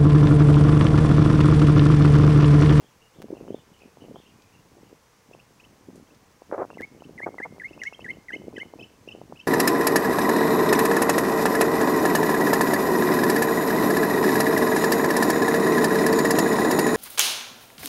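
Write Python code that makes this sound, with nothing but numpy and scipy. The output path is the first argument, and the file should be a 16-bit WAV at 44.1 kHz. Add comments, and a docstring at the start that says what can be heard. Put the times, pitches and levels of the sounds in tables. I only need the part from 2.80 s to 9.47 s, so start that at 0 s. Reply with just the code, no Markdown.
"""Bee-eaters on a branch in open woodland: close by, one whistles two-part calls and another gives
short rising peeps, while others answer from distant trees. A bill snaps once, bills and twigs tick,
and trunks and leaves scatter a short echo. At the microphone, gusts break into eddies that thump
and churn, with a few dry clicks, over a low rumble and a faint steady hiss."""
import sys
import numpy as np
from scipy import signal
from scipy.fft import rfft, irfft, next_fast_len
from scipy.io import wavfile
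from scipy.ndimage import map_coordinates

SR = 44100
rng = np.random.default_rng(int(sys.argv[2]) if len(sys.argv) > 2 else 0)


def transcribe(signal):
    """Save signal, clipped to [-1, 1], as a 16-bit WAV file at the path in sys.argv[1]."""
    frames = np.atleast_2d(signal).T
    limited = np.clip(frames, -1, 1)
    pcm = np.round(limited * 32767).astype(np.int16)
    wavfile.write(sys.argv[1], SR, pcm)


N = 294147


def amp(db):
    """Decibels to gain."""
    return 10 ** (np.asarray(db) / 20)


def unit(x):
    """x at rms 1."""
    return x / np.sqrt(np.mean(x ** 2) + 1e-20)


def wobble(rate, size):
    """A smooth random curve, rate knots a second."""
    knots = rng.standard_normal(size // 8 + 4)
    return map_coordinates(knots, [np.arange(size) * rate / SR], mode="mirror")


def swell(u, rounding):
    """A rise and fall as u goes from 0 to 1: flat-topped for a small rounding, arched for a large one."""
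    return np.tanh(np.sin(np.pi * np.clip(u, 0, 1)) / rounding) / np.tanh(1 / rounding)


def filtered(x, response):
    """x through a filter whose gain is response(hz)."""
    size = next_fast_len(len(x) + 8192)
    return irfft(rfft(x, size) * response(np.fft.rfftfreq(size, 1 / SR)), size)[:len(x)]


def noise(spectrum):
    """Noise of rms 1, shaped by rows of f/Hz, relative level/dB."""
    f, db = np.transpose(spectrum)
    white = rng.standard_normal(N)
    return unit(filtered(white, lambda hz: amp(np.interp(np.log(hz + 1), np.log(f), db))))


def add(track, s, sound):
    """Mix a sound into the track from time s."""
    part = track[max(round(s * SR), 0):][:len(sound)]
    part += sound[:len(part)]


# Light air at the microphone between gusts: t/s, level/dB
LIGHT_AIR = [(0, -66.5), (.85, -64.5), (1.45, -63.5), (1.8, -60.5), (2.3, -71), (2.6, -65), (3.1, -54),
             (3.6, -63.5), (4.6, -53), (5.1, -61.5), (6.67, -57.5)]
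# Gusts reaching the microphone: t/s, length/s, level/dB
PASSING_GUSTS = [(0, 0.04, -53), (0.391, 0.39, -44), (0.895, 0.024, -56.5), (1.025, 0.045, -53),
                 (1.22, 0.17, -46.5), (1.563, 0.031, -57.5), (1.921, 0.23, -55.5), (2.494, 0.094, -56),
                 (3.092, .13, -50.5), (3.705, 0.33, -47.5), (4.14, 0.235, -49.5), (4.443, 0.089, -47.5),
                 (4.722, 0.089, -45.5), (4.909, 0.12, -46), (5.225, 0.15, -45), (5.526, 0.33, -45),
                 (5.958, .1, -47.5), (6.294, 0.255, -48.5)]
def wind_db(t, rise_s=0.047, fall_s=0.026):
    """Wind strength at times t: each gust rises, holds and dies back into the breeze."""
    gusts = sum(amp(db) * np.interp(t, [s - rise_s, s, s + length, s + length + fall_s], [0, 1, 1, 0])
                for s, length, db in PASSING_GUSTS)
    breeze = amp(np.interp(t, *np.transpose(LIGHT_AIR)))
    return 20 * np.log10(np.hypot(gusts, breeze))


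def eddies(s, gain, hz, round_hz, port_hz=2000):
    """Each eddy is one pressure swing, round if slow, sharp if fast; the microphone port softens it."""
    offset = np.arange(-SR // 100, SR // 100)
    hz = hz[:, None]
    roundness = round_hz / hz
    pulse = (1 - 2j * np.pi * hz * offset / SR / (roundness + 0.5)) ** -(roundness + 1)
    random_phase = np.exp(2j * np.pi * rng.random(len(s)))[:, None]
    swing = gain[:, None] * (random_phase * pulse).real * np.hanning(len(offset))
    index = np.clip(np.round(s * SR).astype(int)[:, None] + offset, -1, N) + 1
    pressure = np.bincount(index.ravel(), swing.ravel(), N + 2)[1:N + 1]
    return filtered(pressure, lambda f: 1 / (1 + (f / port_hz) ** 6))


def small_eddies(count=1100, lift_db=3, scatter_db=7, centre_hz=275, sharpen=0.013, spread=0.3):
    """A stream of small eddies crosses the microphone; more wind makes them louder and brighter."""
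    level_chance, pitch_chance = rng.standard_normal((count, 2)).T
    s = (np.arange(count) + rng.random(count)) * N / SR / count
    strength = wind_db(s)
    db = strength + scatter_db * np.minimum(level_chance, 1.3)
    hz = centre_hz * np.exp(sharpen * (db - strength.mean()) + spread * pitch_chance)
    return eddies(s, amp(db + lift_db), hz, round_hz=1300)


# Spectrum of large slow eddies: f/Hz, relative level/dB
RUMBLE_SPECTRUM = [(20, -11), (45, -0.5), (110, 3), (200, -7.5), (400, -14), (800, -10.5), (1600, -40)]
def rumble(db=-61, follow=0.54, lumps_db=2):
    """Large slow eddies at the microphone: a lumpy low rumble that rises with the wind."""
    strength = wind_db(np.arange(N) / SR)
    lumpy = unit(amp(lumps_db * wobble(28, N)) * noise(RUMBLE_SPECTRUM))
    return amp(db + follow * (strength - strength.mean())) * lumpy


# Spectrum of the woodland air: f/Hz, relative level/dB
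AIR_SPECTRUM = [(100, 5.5), (300, -17), (450, 3.5), (650, -4.5), (1000, 0.5), (1400, -5), (2200, -6.5),
                (2800, -10), (3900, -12.5), (5200, -10.5), (6300, -10), (8000, -15), (11000, -19),
                (16000, -21)]
def air_hiss(db=-60):
    """The faint steady hiss of still air all around."""
    return amp(db) * noise(AIR_SPECTRUM)


def syrinx(hz, harmonics_db, jitter, flutter_db):
    """A bird's voice: a whistle and any overtones, trembling quickly in pitch and loudness."""
    phase = 2 * np.pi * np.cumsum(hz * (1 + jitter * wobble(396, len(hz)))) / SR
    flutter = amp(flutter_db * wobble(298, len(hz)))
    return flutter * sum(amp(db) * np.sin(k * phase) for k, db in enumerate(harmonics_db, 1))


# Slurs from distant trees: t/s, length/s, crest f/Hz, level/dB
FAR_SLURS = [(.01, 0.1, 3400, -64), (.21, .08, 2900, -64), (0.337, 0.095, 3650, -66),
             (.545, 0.081, 2800, -63), (0.682, .03, 3150, -60.5), (0.722, 0.11, 3550, -61),
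             (0.933, 0.061, 3080, -62), (1.002, 0.043, 2750, -58), (1.2, .06, 3050, -61),
             (1.35, 0.094, 3600, -61), (1.448, .08, 2980, -61.5), (1.572, 0.167, 2460, -68),
             (1.724, 0.056, 2810, -62.5), (2.034, 0.09, 2980, -69)]
def far_birds(base_hz=2396, skew=0.59, fade_db=7, broken_db=4):
    """Far-off birds: faint, rough arches that climb faster than they fall, fluttering as they fade."""
    out, t = np.zeros(N), np.arange(SR // 6) / SR
    for s, length, crest_hz, db in FAR_SLURS:
        u = np.minimum(t / length, 1)
        hz = base_hz + (crest_hz - base_hz) * np.sin(np.pi * u ** skew)
        flicker_db = broken_db * np.minimum(wobble(105, len(t)), 1)
        effort = amp(db - fade_db * u + flicker_db) * swell(u, rounding=0.1)
        add(out, s, effort * syrinx(hz, [0], jitter=0.046, flutter_db=3.5))
    return out


# Strong eddies right on the microphone: t/s, level/dB, centre f/Hz
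STRONG_EDDIES = [(0.4031, -32.5, 340), (.444, -28, 377), (0.506, -23.5, 370), (0.5272, -32, 330),
                 (0.5297, -22.5, 310), (0.534, -23, 340), (0.6117, -28, 375), (0.6858, -29.5, 366),
                 (0.7062, -19.5, 360), (0.7458, -19, 408), (1.0592, -37, 282), (1.1723, -37, 610),
                 (1.3149, -32, 360), (1.3595, -30.5, 754), (1.3658, -32, 513), (1.9706, -41.5, 350),
                 (2.033, -38, 363), (2.1294, -37.5, 363), (2.5134, -36, 467), (2.5499, -34.5, 605),
                 (3.0877, -30.5, 300), (3.6207, -31.5, 560), (3.7146, -22.5, 990), (3.7266, -18, 520),
                 (3.7809, -15.5, 665), (3.8211, -17.5, 560), (3.8424, -25, 776), (3.8507, -26, 640),
                 (3.9036, -27, 940), (3.9733, -29, 620), (4.007, -24, 394), (4.2223, -30, 640),
                 (4.295, -32, 378), (4.4045, -27.5, 614), (4.4338, -31.5, 745), (4.4675, -19, 490),
                 (4.4781, -24, 620), (4.4897, -23.5, 534), (4.544, -29, 635), (4.5833, -27, 845),
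                 (4.6038, -26, 405), (4.6599, -29, 670), (4.9783, -33.5, 730), (5.1262, -30.5, 725),
                 (5.1936, -30, 680), (5.5377, -28.5, 364), (5.563, -27.5, 403), (5.6829, -23, 388),
                 (5.78, -25, 374), (5.9381, -28, 576), (6.2774, -29, 414), (6.351, -29.5, 452),
                 (6.4163, -27.5, 560), (6.5251, -25, 640)]
def buffets():
    """Single strong eddies thump on the microphone."""
    s, db, hz = np.transpose(STRONG_EDDIES)
    return eddies(s, amp(db), hz, round_hz=2200)


# Sharp clicks, heard with no echo: t/s, level/dB
DRY_CLICKS = [(.42, -27), (0.4254, -29.5), (4.0105, -28), (4.0192, -30)]
def clicks(relax_s=0.00046):
    """Each click is a sudden step that relaxes at once."""
    out, t = np.zeros(N), np.arange(SR // 100) / SR
    for s, db in DRY_CLICKS:
        add(out, s, amp(db) * np.exp(-t / relax_s))
    return out


def hard_contacts(rows, t60, steepness):
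    """Each contact is a brief noise burst whose spectrum rises to a crest and falls steeply above it."""
    out, t = np.zeros(N), np.arange(SR // 30) / SR
    for s, db, hz in rows:
        white = rng.standard_normal(len(t))
        band = filtered(white, lambda f: (f / hz) ** 2 / (1 + (f / hz) ** steepness))
        add(out, s, amp(db - 60 * t / t60) * unit(band))
    return out


# Bills and twigs in the tree: t/s, starting level/dB, crest f/Hz
TREE_TICKS = [(.991, -62, 5300), (1.621, -56, 5340), (3.157, -56.5, 8300), (3.163, -57, 8200),
              (3.174, -64, 8800), (3.347, -57.5, 5570), (5.249, -56, 7500), (5.782, -52, 6500)]
def tree_ticks():
    """Light contacts of bills and twigs carry from the tree as small ticks."""
    return hard_contacts(TREE_TICKS, t60=0.036, steepness=7.2)


# Pairs of peeps from the branch: t/s, spacing/s, length of each/s, first tip f/Hz,
# then level/dB of the first slide, first tip, second slide and second tip
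PEEP_PAIRS = [(2.526, 0.065, 0.023, 3050, -50, -61, -47.5, -64),
              (2.794, .04, 0.021, 2980, -48.5, -56, -51, -49.5),
              (3.261, .041, 0.02, 3200, -65, -59.5, -61, -60),
              (3.894, .039, 0.027, 2800, -58, -54, -50, -56), (4.19, 0.044, .021, 3000, -60, -60, -49, -55),
              (4.875, .049, 0.035, 2950, -50, -57, -47.5, -57),
              (4.986, .068, .029, 2810, -46.5, -43, -46, -46),
              (5.124, .071, .029, 3160, -46, -45.5, -49, -46),
              (5.296, 0.03, 0.026, 3030, -50, -45, -57, -60),
              (5.51, .035, 0.03, 2960, -52, -44, -43.5, -42),
              (5.748, .034, 0.028, 3030, -50, -43, -47.5, -37.5),
              (5.986, .035, 0.031, 3010, -45, -42, -39, -39.5),
              (6.27, 0.034, 0.027, 2715, -48, -36.5, -43, -40),
              (6.551, 0.035, 0.033, 2840, -52.5, -50, -44.5, -43)]
def peeps(first_from_hz=2200, second_from_hz=2480, slide_to_hz=2753, second_tip_hz=2983):
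    """One bird's thin peeps: each slides up, catches, and jumps to a purer tip."""
    out, t = np.zeros(N), np.arange(SR // 20) / SR
    slide_share, bend = 0.61, 0.63
    for s, spacing, length, first_tip_hz, slide_1, tip_1, slide_2, tip_2 in PEEP_PAIRS:
        slide = t / length / slide_share
        tip = (t / length - slide_share) / (1 - slide_share)
        harmonics_db = [0, np.where(tip > 0, -26, -15)]
        pair = [(s, first_from_hz, first_tip_hz, slide_1, tip_1),
                (s + spacing, second_from_hz, second_tip_hz, slide_2, tip_2)]
        for start, from_hz, tip_hz, slide_db, tip_db in pair:
            hz = np.where(tip > 0, tip_hz, from_hz + (slide_to_hz - from_hz) * slide ** bend)
            effort = amp(slide_db) * swell(slide ** 2, 0.94) + amp(tip_db) * swell(tip, 0.94)
            add(out, start, effort * syrinx(hz, harmonics_db, jitter=0.019, flutter_db=3))
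    return out


# Wind hitting the microphone head-on: start t/s, end t/s, start level/dB, end level/dB
HEAD_ON_BLASTS = [(3.727, 3.747, -28.5, -35), (3.747, 3.773, -35.5, -43), (3.782, 3.831, -31.5, -29),
                  (4.466, 4.481, -29, -35), (4.603, 4.613, -37, -50), (4.653, 4.669, -35, -48)]
# Spectrum of the churning air: f/Hz, relative level/dB
CHURN_SPECTRUM = [(80, -51), (200, -18.5), (350, 3.5), (600, 5), (850, 1.5), (1400, -7.5), (2000, -20.5),
                  (2600, -34), (3400, -71)]
def blasts(edge_s=0.0059):
    """Eddies packed so tightly on the microphone that they merge into a short roar."""
    t = np.arange(N) / SR
    force = sum(np.interp(t, [on - edge_s, on, off, off + edge_s], [0, amp(on_db), amp(off_db), 0])
                for on, off, on_db, off_db in HEAD_ON_BLASTS)
    return force * noise(CHURN_SPECTRUM)


# Calls from the near bird: t/s, level/dB, pitch ratio, opening note's relative level/dB, length ratio
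NEAR_CALLS = [(3.982, -30.5, 0.99, -3, 0.96), (4.378, -27.5, 0.98, 0, 1.027),
              (4.583, -27.5, 0.96, -0.5, 0.95), (4.798, -27.5, 0.97, -0.5, 1.023),
              (5.016, -26.5, 0.98, 2, 1), (5.244, -26.5, 0.953, -1, 1.01), (5.484, -28, 0.96, 0, 1.025),
              (5.763, -30.5, 0.96, 1, 0.99)]
# Its first five harmonics: relative level/dB
CALL_HARMONICS = [0.5, -38.5, -34, -41, -37.5]
# Two pushes to each note: t/s into the call, length/s, relative level/dB, rounding of the top
CALL_PUSHES = [(0, 0.013, -8, 0.21), (.017, 0.0088, -5, 1.4), (0.035, .009, -9, 1.3),
               (0.041, 0.033, -1.5, 1.9)]
def near_calls(beak_db=3, carry_db=-18, warble=0.0047, warble_hz=135, rasp=0.022, rasp_db=6):
    """The near bird: a note falls ever faster and grows raspy, then a second climbs and levels off."""
    fall_from_hz, fall_to_hz, fall_s = 2070, 1646, 0.026
    climb_from_hz, climb_to_hz, climb_at_s, climb_s = 1860, 2280, 0.037, 0.0121
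    kick_hz, kick_s = 250, 0.0014  # the voice starts sharp and settles at once
    turn_s = (fall_s + climb_at_s) / 2
    out, t = np.zeros(N), np.arange(SR // 10) / SR
    for s, db, ratio, opening_db, stretch in NEAR_CALLS:
        age = t / stretch
        opening = age < turn_s
        drop = opening * np.minimum(age / fall_s, 1) ** 2
        fall = fall_from_hz + (fall_to_hz - fall_from_hz) * drop
        climb_left = np.exp(-np.maximum(age - climb_at_s, 0) / climb_s)
        climb = climb_to_hz + (climb_from_hz - climb_to_hz) * climb_left
        hz = ratio * np.where(opening, fall, climb)
        hz *= 1 + warble * drop * np.sin(2 * np.pi * warble_hz * age)
        hz += kick_hz * np.exp(-age / kick_s)
        pushes = sum(amp(level) * swell((age - start) / length, rounding)
                     for start, length, level, rounding in CALL_PUSHES)
        effort = np.maximum(pushes, amp(carry_db) * swell(age / turn_s, rounding=0.44))
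        # the beak colours each call anew
        overtones_db = [level + beak_db * rng.standard_normal() + rasp_db * drop
                        for level in CALL_HARMONICS[1:]]
        voice = syrinx(hz, [CALL_HARMONICS[0]] + overtones_db, 0.0065 + rasp * drop, flutter_db=2.24)
        add(out, s, amp(db + opening_db * opening) * effort * voice)
    return out


# A bill closing on the branch: t/s, starting level/dB, crest f/Hz
BILL_SNAPS = [(5.036, -28.5, 6600)]
def bill_snap():
    """A bill snaps shut with one short, bright crack."""
    return hard_contacts(BILL_SNAPS, t60=0.0082, steepness=17)


def woodland(x, t60, build_s):
    """Trunks and leaves scatter a short diffuse tail back to the microphone."""
    t = np.arange(SR // 2) / SR
    tail = rng.standard_normal(len(t)) * amp(-60 * t / t60) * (1 - np.exp(-t / build_s))
    return signal.fftconvolve(x, tail / np.linalg.norm(tail))[:N]


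def scene():
    """What reaches the microphone: birds, the far ones with most echo, then clicks, wind and hiss."""
    caller, peeper, far = near_calls(), peeps(), far_birds()
    contacts = bill_snap() + tree_ticks()
    scattered = amp(-21) * caller + amp(-12.5) * peeper + amp(-4) * far
    voice_echo = woodland(scattered, t60=0.39, build_s=0.0074)
    contact_echo = amp(-8) * woodland(contacts, t60=0.34, build_s=0.0009)
    birds = caller + peeper + far + contacts + voice_echo + contact_echo
    return birds + clicks() + small_eddies() + buffets() + blasts() + rumble() + air_hiss()


def record(dry, low_hz=60, notch_hz=7000, notch_width_hz=45, top_hz=15800):
    """The microphone thins the deep bass; the camera cuts one narrow notch and all above top_hz."""
    def response(hz):
        bass_cut = 1j * hz / (low_hz + 1j * hz)
        notch = 1 - np.exp(-((hz - notch_hz) / notch_width_hz) ** 2)
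        return bass_cut * notch * (hz < top_hz)
    return filtered(dry, response)


dry = scene()
out = record(dry)
transcribe(out)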